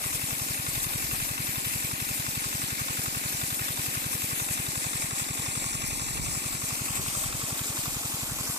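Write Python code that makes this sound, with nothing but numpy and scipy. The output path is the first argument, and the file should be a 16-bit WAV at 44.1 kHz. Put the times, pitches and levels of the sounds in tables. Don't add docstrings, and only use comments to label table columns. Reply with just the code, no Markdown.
import sys
import numpy as np
from scipy import signal
from scipy.fft import rfft, irfft, next_fast_len
from scipy.io import wavfile
from scipy.ndimage import uniform_filter1d, map_coordinates

SR = 44100
rng = np.random.default_rng(int(sys.argv[2]) if len(sys.argv) > 2 else 0)


def master(y):
    cut = np.clip(np.atleast_2d(y).T, -1, 1)
    pcm = np.round(cut * 32767)
    wavfile.write(sys.argv[1], SR, pcm.astype(np.int16))


N = 378378

# time_s, lag_ms, reflection_ms, housing_phase_scale
TURN = [(0, 0.45, 0.082, 0.9), (1.7, 0.46, 0.072, 0.68), (2.8, 0.47, 0.056, 0.66), (4.2, 0.46, 0.077, 0.65),
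        (5.1, 0.5, 0.11, 1.22), (6.7, 0.47, 0.13, 1.53), (7.25, 0.28, 0.13, 0.66), (7.8, 0.21, 0.15, 0.42),
        (8.58, 0.13, 0.16, 0.37)]


def amp(db):
    return 10 ** (np.asarray(db) / 20)


def unit(x):
    return x / np.sqrt(np.mean(x ** 2) + 1e-20)


def along(points, hz):
    freqs, values = np.transpose(points)
    return np.interp(np.log(hz + 1), np.log(freqs + 1), values)


def curves(rows):
    time_s, *columns = np.transpose(rows)
    return [np.interp(np.arange(N) / SR, time_s, column) for column in columns]


def swells(rows):
    t = np.arange(N) / SR
    return sum(height * np.exp(-((t - s) / half) ** 2) for s, half, height in rows)


def wobble(rate):
    return map_coordinates(rng.standard_normal(int(N * rate / SR) + 4), [np.arange(N) * rate / SR])


def filtered(x, response):
    size = next_fast_len(N + SR // 2)
    return irfft(rfft(x, size) * response(np.fft.rfftfreq(size, 1 / SR)), size)[..., :N]


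def coloured(x, spectrum):
    return unit(filtered(x, lambda hz: amp(along(spectrum, hz))))


def placed(start_samples, sounds):
    at = start_samples.astype(int)[:, None] + np.arange(sounds.shape[1])
    return np.bincount(at.ravel(), sounds.ravel(), N)[:N]


def repeated(times, shape, scatter_db):
    sizes = amp(scatter_db * rng.standard_normal(len(times)))
    train = np.bincount(np.round(np.abs(times) * SR).astype(int), sizes, N)[:N]
    return signal.fftconvolve(train, shape)[:N]


def facing(side_on_lag_ms=0.56):
    return 1 - curves(TURN)[0] / side_on_lag_ms


def breeze(calm_db=-54.8, flutter_db=-17, own_db=4, left_db=-1.5):
    # centre_s, half_length_s, buffet_rise_db, flutter_rise_db
    gusts = [(.12, .12, 8, 0), (.92, .3, 8.5, 9), (1.2, .11, 7, 9), (1.72, .09, 8.5, 10),
             (5.88, .3, 10.5, 19), (6.03, .06, 0, 8), (6.25, .15, 13.5, 26), (6.55, .05, 10, 8),
             (6.98, .13, 11.5, 20), (7.33, .13, 9, 10), (7.92, .05, 11, 16), (8.33, .06, 11, 16)]
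    # freq_hz, density_db
    buffet_spectrum = [(12, -21), (35, 4.5), (70, 1.5), (170, -5), (350, -27), (900, -60)]
    flutter_spectrum = [(40, -17), (95, 0), (150, 4), (220, -3), (330, -13), (700, -45)]
    gust_db = swells([(s, half, db) for s, half, db, _ in gusts])
    whip_db = swells([(s, half, db) for s, half, _, db in gusts])
    air = rng.standard_normal(N) + amp(own_db) * rng.standard_normal((2, N))
    buffet = unit(amp(1.2 * wobble(12)) * coloured(air, buffet_spectrum))
    flutter = unit(amp(2 * wobble(58)) * coloured(rng.standard_normal((2, N)), flutter_spectrum))
    wind = amp(gust_db) * buffet + amp(flutter_db + whip_db) * flutter
    return amp(calm_db) * wind * np.array([[amp(left_db)], [1]])


def bubbles(count=2200, centre_hz=1100, spread=0.634, decay_cycles=7, glide=0.14, sizes_db=1.9):
    when, pitch, size = rng.random(count), rng.standard_normal(count), rng.exponential(size=count)
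    pitch_hz = np.clip(centre_hz * np.exp(spread * pitch), 350, 6000)
    cycles = pitch_hz[:, None] * np.arange(SR // 50) / SR
    age = cycles / decay_cycles
    envelope = amp(sizes_db * np.minimum(size, 4))[:, None] * np.exp(-age) * (1 - np.exp(-cycles))
    tone = np.sin(2 * np.pi * cycles * (1 + glide * np.tanh(age / 2)))
    return unit(placed(when * N, envelope * tone))


def plunge(gain_db=-21.5, ahead_db=9, gulps_db=2):
    # freq_hz, density_db
    roar_spectrum = [(200, -23), (420, -5), (750, 5), (1000, -9), (1400, 0), (2000, -20), (4000, -40)]
    roar = unit(amp(gulps_db * wobble(70)) * coloured(rng.standard_normal(N), roar_spectrum))
    return amp(gain_db + ahead_db * facing()) * roar


def splats(count=2600, centre_hz=3800, spread=0.49, width_hz=1000, decay_s=0.0039, sizes_db=3.0):
    when, pitch = rng.random(count), rng.standard_normal((count, 1))
    size = rng.exponential(size=(count, 1))
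    length = SR // 50
    hz = np.fft.rfftfreq(length, 1 / SR)
    colour = np.exp(-((hz - centre_hz * np.exp(spread * pitch)) / width_hz) ** 2)
    bursts = irfft(rfft(rng.standard_normal((count, length))) * colour, length)
    envelope = amp(sizes_db * np.minimum(size, 4)) * np.exp(-np.arange(length) / SR / decay_s)
    return unit(placed(when * N, bursts * envelope))


def drops(count=26000, spread_db=3.5):
    when, size, sign = rng.random((count, 3)).T
    strength = amp(-spread_db * np.log(np.maximum(size, .03))) * np.sign(sign - .5)
    return unit(np.bincount((when * N).astype(int), strength, N))


def splash(spray_db=-2, patchy_db=1.6, alike_below_hz=7000):
    # freq_hz, density_db
    hiss_spectrum = [(40, -45), (120, -8.5), (280, -8), (450, -13), (800, -7.5), (1500, -13), (2450, -3.5),
                     (2950, -10), (3800, -8.5), (4800, -6), (6200, -5.5), (7600, 0.5), (8500, -2),
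                     (10000, -5), (12000, -11), (14300, -14)]
    # freq_hz, coherence
    likeness = [(100, 1), (700, 1), (2000, 0.092), (3300, 0.18), (5000, 0.019), (8000, 0.016),
                (12000, 0.031)]
    spray = np.array([drops(), drops()])
    hz, t, spectra = signal.stft(rng.standard_normal((2, N)) + amp(spray_db) * spray, SR, nperseg=512)
    patches = uniform_filter1d(rng.standard_normal(spectra.shape[1:]), size=14, axis=0)
    patches = unit(uniform_filter1d(patches, size=7, axis=1))
    in_line = np.interp(t, np.arange(N) / SR, swells([(5.9, 0.61, 1)]))
    gathered = np.outer(1 / (1 + (hz / alike_below_hz) ** 4), in_line)
    coherence = 1 - (1 - along(likeness, hz))[:, None] * (1 - gathered)
    angle = np.arccos(np.clip(coherence, 0, 1)) / 2
    spectra = spectra * amp(patchy_db * patches) * np.array([np.cos(angle), np.sin(angle)])
    mid, side = signal.istft(spectra, SR, nperseg=512)[1][:, :N]
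    return coloured(np.array([mid + side, mid - side]), hiss_spectrum)


def surging(water, churn_db=.3, slap_db=.8, lull_db=-2.5, rush_share=.45, spray_above_hz=4000):
    # centre_s, rise_db
    heavy_slugs = [(.04, 2.5), (.15, 2.5), (.54, 1.5), (.84, 3.2), (.98, 2), (1.85, 1.8), (3.04, 1.5),
                   (3.86, 2.5), (4.39, 1.5), (4.53, 2), (5.02, 2.5), (5.18, 2), (6.86, 1.5), (6.96, 3),
                   (7.25, 1.5), (7.8, 2.2), (8.45, 1.7)]
    thin_moments = [.63, 1.38, 1.98, 4.68, 5.12, 5.28, 6.2, 6.41, 6.6, 7.34]
    slugs = swells([(s, 0.016, db) for s, db in heavy_slugs])
    lulls = swells([(s, 0.037, lull_db) for s in thin_moments])
    surge_db = slugs + lulls + churn_db * wobble(16) + slap_db * wobble(55)
    rush = filtered(water, lambda hz: 1 / (1 + (hz / spray_above_hz) ** 4))
    return amp(surge_db) * (water - rush) + amp(rush_share * surge_db) * rush


def jet(gain_db=-42, splash_db=8.5, splats_db=-5, bubbles_db=-10.5, ahead_db=5.0):
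    # centre_s, half_length_s, rise_db
    fuller = [(7.15, 0.38, 0.4)]
    impacts = amp(splash_db) * splash() + amp(splats_db) * splats()
    foam = amp(bubbles_db + ahead_db * facing()) * bubbles()
    return amp(gain_db + swells(fuller)) * surging(impacts + foam + plunge())


def firings(offset_cycles=.407):
    # time_s, firings_per_s
    speed = [(0.0, 11.222), (0.7, 11.143), (1.1, 11.232), (1.55, 11.174), (1.85, 11.34), (2.2, 11.383),
             (2.6, 11.325), (3.1, 11.304), (3.6, 11.157), (4.1, 11.199), (4.6, 11.209), (5.1, 11.314),
             (5.6, 11.255), (6.2, 11.283), (6.7, 11.269), (7.1, 11.247), (7.6, 11.345), (8.58, 11.319)]
    cycles = np.cumsum(curves(speed)[0]) / SR - offset_cycles
    return np.interp(np.arange(int(cycles[-1]) + 1), cycles, np.arange(N) / SR)


def frame(times, level_db=-50.0, attack_s=0.0018):
    # after_ignition_s, level_db
    thuds = [(.0055, 4), (0.0268, 10), (0.0471, 11), (0.069, 20)]
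    # pitch_hz, level_db, t60_s
    modes = [(141.6, 5, 0.008), (180, -12, .12), (226, -8.5, 0.28), (272, -1, 0.11), (302, -4.5, .09),
             (484, -12.5, 0.06)]
    t = np.arange(SR // 5) / SR
    ring = sum(amp(db - 60 * t / t60) * np.sin(2 * np.pi * hz * t) for hz, db, t60 in modes)
    ring *= 1 - np.exp(-t / attack_s)
    drone = sum(amp(db) * repeated(times + delay, ring, scatter_db=0.1) for delay, db in thuds)
    return -amp(level_db) * unit(drone)


def clatter(times, ring_db=-44, tick_db=-46, gears_db=-18, rise_s=.0007):
    # after_ignition_s, decay_s, block_db, bright_db
    contacts = [(.002, .005, -4, 2), (.0225, .003, -7, 3.5), (.0472, .0025, -7, -8),
                (.0705, .0025, -20, -3)]
    # centre_hz, width_hz, level_db
    resonances = [(450, 380, -2), (1240, 350, 8.5), (1630, 610, 4), (2580, 620, 1.5), (3780, 310, 1)]
    # freq_hz, density_db
    tick_spectrum = [(1200, -19), (2500, -19.5), (4000, 5), (8000, 15), (11000, -17), (14000, -33.5)]
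    t = np.arange(SR // 12) / SR
    rattle, tick = amp(gears_db), 0
    for delay, decay, block_db, bright_db in contacts:
        burst = repeated(times + delay, np.exp(-t / decay) * (1 - np.exp(-t / rise_s)), scatter_db=0)
        rattle = rattle + amp(block_db) * burst
        tick = tick + amp(bright_db) * burst
    block = lambda hz: sum(
        (-1) ** k * amp(db) * 1j * hz * width / (centre ** 2 - hz ** 2 + 1j * hz * width)
        for k, (centre, width, db) in enumerate(resonances))
    body = unit(filtered(rattle * rng.standard_normal(N), block))
    return amp(ring_db) * body + amp(tick_db) * coloured(tick * rng.standard_normal(N), tick_spectrum)


def pings(times, blows, modes, slack_s=.00025, detune=.011, scatter_db=2, rise_cycles=3):
    t = np.arange(SR // 20) / SR
    out = np.zeros(N)
    for delay, blow_db in blows:
        starts = np.abs(times + delay + slack_s * rng.standard_normal(len(times)))
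        rings = 0
        for hz, db, t60 in modes:
            pitch, size, phase = rng.standard_normal((3, len(times), 1))
            envelope = amp(db + scatter_db * size - 60 * t / t60) * (1 - np.exp(-t * hz / rise_cycles))
            rings = rings + envelope * np.sin(2 * np.pi * (hz * (1 + detune * pitch) * t + phase))
        out += amp(blow_db) * placed(starts * SR, rings)
    return out


def knock(times):
    # after_ignition_s, level_db
    ignition = [(.0005, 0)]
    piston_slaps = [(.0038, -2), (.0245, -1), (.0505, -1)]
    rocker_taps = [(.0228, 0), (.0645, -7)]
    valve_seating = [(.0474, 1)]
    # pitch_hz, level_db, t60_s
    head_modes = [(1050, -32.5, .028), (1150, -30, .036), (1245, -33, .025), (1340, -34, .028),
                  (1460, -36.5, .03), (1720, -28, .008), (2050, -37, .025), (2660, -32.5, .035),
                  (3630, -32.3, .036), (5450, -42, .03), (6500, -39, .03)]
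    liner_modes = [(500, -45, .02), (700, -41, .025), (790, -42, .03), (1090, -35, .052)]
    rocker_modes = [(2530, -35, .032), (3165, -35.5, .036)]
    valve_modes = [(3650, -29.5, .012), (4200, -34, .011), (4800, -39, .012)]
    return (pings(times, ignition, head_modes) + pings(times, piston_slaps, liner_modes)
            + pings(times, rocker_taps, rocker_modes) + pings(times, valve_seating, valve_modes))


def exhaust(times, level_db=-41.5, opens_s=.0204, lasts_s=.0079, muffle_hz=305, leak_hz=26):
    progress = np.minimum(np.arange(SR // 50) / SR / lasts_s, 1)
    puff = np.sin(np.pi * progress) * (.5 + progress)
    flow = repeated(times + opens_s, puff, scatter_db=0.75)
    outlet = lambda hz: -hz ** 2 * np.exp(-(hz / muffle_hz) ** 2) * 1j * hz / (leak_hz + 1j * hz)
    echo = lambda hz: 1 + .19 * np.exp(-2j * np.pi * hz * .0066)
    return amp(level_db) * unit(filtered(flow, lambda hz: outlet(hz) * echo(hz)))


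def ports(pair, reflect_per_khz=0.13, reflect_most=0.26, dull_above_hz=9300):
    # freq_hz, gain_db
    side_colour = [(130, 1.3), (500, -1), (900, 0.6), (2000, 5.5), (2600, 3), (3500, 0.05), (5200, 3),
                   (7400, 0.2), (8500, 4.5), (9500, 3.5), (11000, 8), (13500, 13.5)]
    # freq_hz, gain_db
    ahead_change = [(500, -2), (900, -2.5), (2200, -9), (3400, 3.5), (4700, -4), (8500, -2), (13000, -5.5)]
    # freq_hz, phase_rad
    housing_phase = [(30, -0.44), (150, 0.42), (400, 0.2), (1000, 1.11), (1450, 1.21), (2200, 0.7),
                     (3100, -0.018), (5000, -0.62)]
    lag_ms, reflection_ms, phase_scale = curves(TURN)
    left = map_coordinates(pair[0], [np.arange(N) - lag_ms * SR / 1000], order=5)
    hz, t, spectra = signal.stft(left, SR, nperseg=256)
    at = np.minimum(t * SR, N - 1).astype(int)
    hz = hz[:, None]
    khz = hz / 1000
    reflected = np.minimum(reflect_per_khz * khz, reflect_most)
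    comb = 1 + reflected * np.exp(-2j * np.pi * khz * reflection_ms[at])
    top = 1 - 1 / (1 + (hz / dull_above_hz) ** 8)
    dip_db = top * swells([(5.75, 0.99, -4)])[at]
    colour = amp(along(side_colour, hz) + facing()[at] * along(ahead_change, hz) + dip_db)
    lead = np.exp(1j * along(housing_phase, hz) * phase_scale[at])
    left = signal.istft(spectra * comb * colour * lead, SR, nperseg=256)[1][:N]
    return np.array([left, pair[1]])


def scene():
    # time_s, gain_db
    metal_gain = [(0, -2), (3.2, -1.5), (5.5, -1.5), (6.6, -4.5), (7.4, -2.5), (8.58, -4)]
    times = firings()
    metal = amp(curves(metal_gain)[0]) * (knock(times) + clatter(times))
    return ports(exhaust(times) + frame(times) + metal + jet()) + breeze()


def record(dry, top_hz=14300):
    return filtered(dry, lambda hz: hz < top_hz)


dry = scene()
out = record(dry)
master(out)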